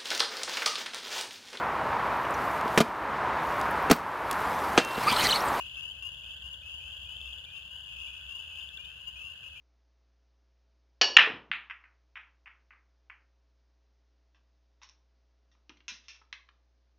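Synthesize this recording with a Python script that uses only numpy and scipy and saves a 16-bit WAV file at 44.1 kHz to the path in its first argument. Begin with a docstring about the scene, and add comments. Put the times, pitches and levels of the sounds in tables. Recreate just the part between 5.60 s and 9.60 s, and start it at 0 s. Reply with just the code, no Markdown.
"""Open, weedy country at night: a dense frog chorus.
Near frogs, mostly to the left, whistle rising peeps that swell toward the vocal sac's resonance;
others tick in slow trills, the sac ringing at each pulse. Behind them a crowd of both kinds merges.
A lower, far chorus, a low rumble and faint air hiss lie underneath.
The recorder adds faint mirror tones of the chorus."""
import sys
import numpy as np
from scipy import signal
from scipy.io import wavfile
from scipy.ndimage import uniform_filter1d

SR = 44100
rng = np.random.default_rng(int(sys.argv[2]) if len(sys.argv) > 2 else 0)


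def file_out(sig):
    """Save sig as 16-bit WAV at sys.argv[1]."""
    # one column per channel
    cols = np.atleast_2d(sig).T
    # limit, then scale
    lim = np.clip(cols, -1, 1)
    pcm = np.round(lim * 32767).astype(np.int16)
    wavfile.write(sys.argv[1], SR, pcm)


N = 176400
RIGHT_LAG_S = .00041
CROWD_SPREAD_DB, CROWD_PAN_DB, CROWD_PAN_SPREAD_DB, FAR_PAN_DB = 6, 3, 9, 1.5


def peep(start_hz, length_s, rise_hz_per_s, attack_s=.0047, release_s=.024, sac_hz=2652, skirt_hz=484):
    """A rising, fluttering whistle that swells as it nears the vocal sac's resonance."""
    t = np.arange(int((length_s + .001) * SR)) / SR
    envelope = np.sin(np.pi / 2 * np.clip(np.minimum(t / attack_s, (length_s - t) / release_s), 0, 1))
    waver_hz = 10.66 * drift(len(t), rate_hz=126.3)
    flutter_db = drift(len(t), rate_hz=126.3)
    pitch_hz = start_hz + rise_hz_per_s * t + waver_hz
    sac_gain = np.exp(-np.maximum(sac_hz - pitch_hz, 0) / skirt_hz)
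    whistle = np.sqrt(2) * np.sin(2 * np.pi * np.cumsum(pitch_hz) / SR)
    return envelope * sac_gain * from_db(flutter_db) * whistle


# Near peeps: t/s, start f/Hz, length/s, relative level/dB, rise/(Hz/s)
NEAR_PEEPS = [(-.02, 2440, 0.1, -49, 2630), (-.03, 2640, 0.095, -45, 2300), (0.149, 2680, 0.19, -46, 2531),
              (.168, 2590, 0.036, -39.5, 2510), (.19, 2760, 0.12, -43, 2290),
              (0.227, 2590, 0.087, -57, 2300), (0.354, 2560, 0.059, -50.5, 2500),
              (0.42, 2750, 0.082, -39.5, 2316), (.437, 2560, 0.17, -55, 2310),
              (0.591, 2700, 0.14, -50, 2235), (0.629, 2510, 0.14, -51.5, 2322),
              (.823, 2770, 0.096, -45, 2080), (.9, 2770, 0.07, -47, 1990), (1.022, 2500, 0.17, -48, 2814),
              (1.06, 2720, 0.16, -48.5, 2200), (1.079, 2960, 0.11, -51, 1810),
              (1.202, 2440, 0.097, -50.5, 2650), (1.225, 2620, 0.16, -49, 1965),
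              (1.236, 2940, 0.09, -49, 2380), (1.35, 3020, 0.072, -51, 2230),
              (1.412, 2700, 0.043, -48.5, 2200), (1.456, 2480, 0.14, -52, 2026),
              (1.485, 2880, 0.083, -44, 2404), (1.595, 2590, 0.18, -50, 2843),
              (1.645, 2620, 0.17, -48, 2212), (1.679, 2470, 0.14, -57, 2200),
              (1.858, 2385, 0.22, -52.5, 1845), (1.927, 2950, 0.07, -47.5, 2200),
              (1.945, 2710, .055, -50.5, 1900), (2.101, 2840, 0.098, -47, 1800),
              (2.276, 2510, 0.22, -49.5, 2205), (2.35, 2730, 0.14, -49.5, 1950),
              (2.358, 2510, 0.2, -54, 2026), (2.408, 2520, 0.11, -48.5, 2170),
              (2.465, 2410, 0.12, -49.5, 2310), (2.593, 2500, 0.13, -53, 2650),
              (2.703, 2710, 0.122, -42, 2707), (2.78, 2610, 0.093, -51.5, 2330),
              (2.908, 2520, 0.14, -49.5, 1917), (2.935, 2440, 0.085, -52, 1910),
              (2.97, 2800, 0.1, -45.5, 2570), (2.92, 2950, 0.14, -50, 1987),
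              (3.095, 2580, .12, -53.5, 2680), (3.133, 2660, 0.18, -47, 2790),
              (3.18, 2385, 0.33, -51.5, 2000), (3.42, 2700, 0.11, -54.5, 2420),
              (3.468, 2810, 0.037, -39.5, 2900), (3.5, 3030, 0.1, -53.5, 2040),
              (3.555, 2510, 0.17, -45.5, 2120), (3.635, 2800, 0.044, -45.5, 2210),
              (3.831, 2540, 0.059, -48, 2220), (3.82, 2740, 0.069, -60, 2370),
              (3.92, 2540, 0.11, -57, 2360), (3.957, 2410, 0.12, -48.5, 2140)]


def near_peepers(gain_db=-3, pan_db=8.5):
    """Close frogs on the left whistle single peeps, which reach the right ear later."""
    out = np.zeros((2, N))
    for t_s, start_hz, length_s, level_db, rise_hz_per_s in NEAR_PEEPS:
        call = from_db(level_db + gain_db) * peep(start_hz, length_s, rise_hz_per_s)
        place(out, t_s, call, pan_db, RIGHT_LAG_S * rng.uniform(.69, 1.4))
    return out


TICK_ATTACK_S = .002213


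def tick(hz, decay_s=.0033, sag_hz_per_s=23000):
    """One pulse of a trill: the vocal sac rings briefly and sags in pitch."""
    t = np.arange(SR // 40) / SR - TICK_ATTACK_S
    envelope = np.where(t < 0, np.cos(np.pi / 2 * t / TICK_ATTACK_S) ** 2, 1 / np.cosh(2 * t / decay_s))
    cycles = hz * t - sag_hz_per_s * t * t / 2 + rng.random()
    return envelope * np.sin(2 * np.pi * cycles)


# Near trill pulses at their peaks: t/s, relative level/dB, f/Hz
NEAR_TICKS = [(.066, -53, 3230), (.074, -46, 3270), (.098, -46.5, 3310), (.147, -43, 3180),
              (.158, -46, 3370), (.21, -44.5, 3300), (.233, -58, 3530), (.311, -43, 3050),
              (.319, -39.5, 3150), (.398, -43.5, 3140), (.546, -46.5, 3320), (.697, -47.5, 3290),
              (.774, -48, 3170), (.943, -46.5, 3350), (1.018, -52, 3430), (1.097, -44.5, 3180),
              (1.328, -46, 3290), (1.37, -42.5, 3160), (1.416, -51, 3140), (1.463, -45, 3170),
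              (1.568, -40, 3250), (1.615, -41, 3340), (1.645, -44.5, 3280), (1.675, -48.5, 3470),
              (1.731, -40.5, 3240), (1.785, -49, 3400), (1.85, -46, 3420), (1.91, -55, 3500),
              (1.968, -56, 3650), (2.86, -57, 3260), (3.009, -48.5, 3460), (3.09, -44, 3400),
              (3.175, -41, 3450), (3.25, -48, 3520)]


def near_trillers(gain_db=6, pan_db=5.5):
    """Close frogs tick in slow trills, left of centre."""
    out = np.zeros((2, N))
    for t_s, level_db, hz in NEAR_TICKS:
        call = from_db(level_db + gain_db) * tick(hz)
        place(out, t_s - TICK_ATTACK_S, call, pan_db, RIGHT_LAG_S * rng.uniform(-1.014, 1))
    return out


# Peeper crowd loudness: t/s, level/dB
PEEPER_CROWD_LEVEL = [(0, -42.5), (.27, -53.5), (.36, -55.5), (.55, -50.5), (.92, -54), (1, -53),
                      (1.1, -50.5), (1.7, -51), (2.05, -53), (2.3, -47.5), (2.65, -49), (3, -50),
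                      (3.12, -61.5), (3.4, -53), (4, -51)]


def peeper_crowd(count=500):
    """Many farther frogs peep from all sides."""
    out = np.zeros((2, N))
    for k in range(count):
        jitter, pitch, length, rise, loud, side, lag = rng.uniform(-1, 1, 7)
        call = peep(start_hz=2698 + 180 * pitch, length_s=.13 * (1 + .28 * length),
                    rise_hz_per_s=2300 * (1 + .2516 * rise))
        call *= from_db(CROWD_SPREAD_DB * loud)
        pan_db = CROWD_PAN_DB + CROWD_PAN_SPREAD_DB * side
        place(out, onset_s((k + jitter) / count), call, pan_db, RIGHT_LAG_S * lag)
    return from_db(in_time(PEEPER_CROWD_LEVEL)) * steady_power(out)


# Triller crowd loudness: t/s, relative level/dB
TRILLER_CROWD_LEVEL = [(0, -56), (.2, -58), (.36, -59.5), (.7, -51), (1, -56.5), (1.4, -52.5),
                       (1.72, -54.5), (2.1, -56), (2.65, -56.5), (3, -57), (3.35, -60), (4, -60.5)]


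def triller_crowd(gain_db=3, swell_db=5, climb_hz=160, count=180, pulses=10):
    """Farther frogs tick in runs that climb, swell and fade, each at its own pitch and pace."""
    out = np.zeros((2, N))
    for k in range(count):
        jitter, pitch, pace, loud, side, lag = rng.uniform(-1, 1, 6)
        start_s = onset_s((k + jitter) / count)
        centre_hz = 3172 + 238 * pitch
        gap_s = .064 * (1 + .25 * pace)
        pan_db = CROWD_PAN_DB + CROWD_PAN_SPREAD_DB * side
        for j in range(pulses):
            level_db = CROWD_SPREAD_DB * loud + swell_db * np.sin(np.pi * j / pulses)
            call = from_db(level_db) * tick(centre_hz + climb_hz * (j / pulses - .5))
            place(out, start_s + j * gap_s, call, pan_db, RIGHT_LAG_S * lag)
    return from_db(in_time(TRILLER_CROWD_LEVEL) + gain_db) * steady_power(out)


def field_echoes(calls, echo_db, t60_s=.72, build_s=.0049):
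    """Calls plus dense echoes from ground, weeds and machinery, different at each ear."""
    t = np.arange(SR // 2) / SR
    tail = rng.standard_normal((2, len(t))) * from_db(-60 * t / t60_s) * (1 - np.exp(-t / build_s))
    tail /= np.linalg.norm(tail, axis=1, keepdims=True)
    return calls + from_db(echo_db) * signal.fftconvolve(calls, tail, axes=1)[:, :N]


def far_chorus(throb_db=3):
    """Lower-voiced frogs, blurred by distance into a throbbing band."""
    throb = from_db(throb_db * drift(N, rate_hz=60))
    band = from_db(-67.5) * band_noise(hz=1587, width_hz=307)
    note = from_db(-70.5) * band_noise(hz=1535, width_hz=54)
    return pan(FAR_PAN_DB) * throb * (band + note)


# Rumble and drone noise bands: f/Hz, width/Hz, relative level/dB
RUMBLE_BANDS = [(62.4, 7.6, -60.5), (77.75, 14, -63.5), (67.2, 36.5, -65.5), (122.2, 61.4, -68.5),
                (560, 137, -80)]
# Rumble swell: t/s, gain/dB
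RUMBLE_GAIN = [(0, 1.5), (1.3, 2), (2.5, -1), (4, -1)]


def rumble(pan_db=-2.06):
    """A low rumble with a faint drone above it, like a far motor."""
    bands = sum(from_db(db) * band_noise(hz, width_hz)[0] for hz, width_hz, db in RUMBLE_BANDS)
    return pan(pan_db) * from_db(in_time(RUMBLE_GAIN)) * bands


# Night air spectral density: f/Hz, relative level/dB
AIR_SPECTRUM = [(40, -10.5), (150, -2.5), (250, -10), (380, -20), (540, -5.5), (800, -13), (1300, -11.5),
                (2100, -19), (4300, -7.5), (6000, -38.5), (10000, -25), (16000, -25)]
# Night air swell: t/s, gain/dB
AIR_GAIN = [(0, 4.5), (.6, -1), (4, 0.5)]


def night_air(base_db=-67.5, alike_below_hz=320):
    """Faint hiss of the air, its lows alike at both ears."""
    points_hz, levels_db = np.transpose(AIR_SPECTRUM)
    hiss = np.zeros((2, N))
    for hz in np.geomspace(45, 15000, 18):
        mid, side = band_noise(hz, hz / 3)
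        coherence = 1 / (1 + (hz / alike_below_hz) ** 2)
        gain = np.sqrt(hz) * from_db(np.interp(np.log(hz), np.log(points_hz), levels_db))
        hiss += gain * (np.sqrt(1 + coherence) * mid + np.sqrt(1 - coherence) * side * [[1], [-1]])
    return pan(FAR_PAN_DB) * from_db(base_db + in_time(AIR_GAIN)) * unit_rms(hiss)


def from_db(db):
    """Decibels to gain."""
    return 10 ** (np.asarray(db) / 20)


def unit_rms(x):
    """Scale to unit power."""
    return x / np.sqrt(np.mean(x ** 2) + 1e-20)


def steady_power(x):
    """Hold unit power over a sliding quarter second."""
    return x / np.sqrt(uniform_filter1d(np.mean(x ** 2, axis=0), size=SR // 4) + 1e-9)


def in_time(rows):
    """Interpolate (t/s, value) rows at every sample."""
    return np.interp(np.arange(N) / SR, *np.transpose(rows))


def onset_s(share, lead_s=.5):
    """Map 0..1 to a start time, with a lead so that some calls are already under way."""
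    return share * (N / SR + lead_s) - lead_s


def drift(samples, rate_hz):
    """Random wander with a spread of about 1."""
    knots = rng.standard_normal(max(64, samples // 100 + 4))
    return np.interp(np.arange(samples) * rate_hz / SR, np.arange(len(knots)), knots)


def band_noise(hz, width_hz):
    """Two independent noises in one band, at unit power."""
    sos = signal.butter(2, [hz - width_hz / 2, hz + width_hz / 2], "band", fs=SR, output="sos")
    return unit_rms(signal.sosfilt(sos, rng.standard_normal((2, N + SR // 4)))[:, -N:])


def pan(db):
    """Left and right gains; positive is left."""
    return from_db([[db / 2], [-db / 2]])


def place(out, t_s, call, pan_db, right_lag_s):
    """Mix in a call with a level and time difference between the ears."""
    for channel, gain, lag_s in zip(out, pan(pan_db), (0, right_lag_s)):
        start = int((t_s + lag_s) * SR)
        first, end = max(start, 0), min(start + len(call), N)
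        if end > first:
            channel[first:end] += gain * call[first - start:end - start]


def scene():
    """All frogs in the open field, over rumble and air."""
    peeps = field_echoes(near_peepers() + peeper_crowd(), echo_db=-3)
    trills = field_echoes(near_trillers() + triller_crowd(), echo_db=-7)
    return peeps + trills + far_chorus() + rumble() + night_air()


# Mirror tones, one row per multiple of mirror_hz: lower sideband gain/dB, upper sideband gain/dB
MIRROR_SIDEBANDS = [(-25, -26.5), (-29.5, -32.5), (-35.5, -35.5), (-37, -66)]


def record(dry, mirror_hz=3890, rasp_depth=.71, rasp_hz=257, cutoff_hz=15900):
    """The recorder adds faint, raspy images of the chorus about multiples of mirror_hz; the top is cut."""
    chorus_band = signal.butter(2, [2200, 3900], "band", fs=SR, output="sos")
    chorus = signal.hilbert(signal.sosfilt(chorus_band, dry))
    rasp_filter = signal.butter(1, rasp_hz, fs=SR)
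    out = dry.copy()
    for k, (lower_db, upper_db) in enumerate(MIRROR_SIDEBANDS, 1):
        rasp = unit_rms(signal.lfilter(*rasp_filter, rng.standard_normal((2, N))))
        carrier = (1 + 1j * rasp_depth * rasp) * np.exp(2j * np.pi * k * mirror_hz * np.arange(N) / SR)
        out += np.real(carrier * (from_db(lower_db) * np.conj(chorus) + from_db(upper_db) * chorus))
    return signal.sosfilt(signal.ellip(12, .1, 70, cutoff_hz, fs=SR, output="sos"), out)


dry = scene()
out = record(dry)
file_out(out)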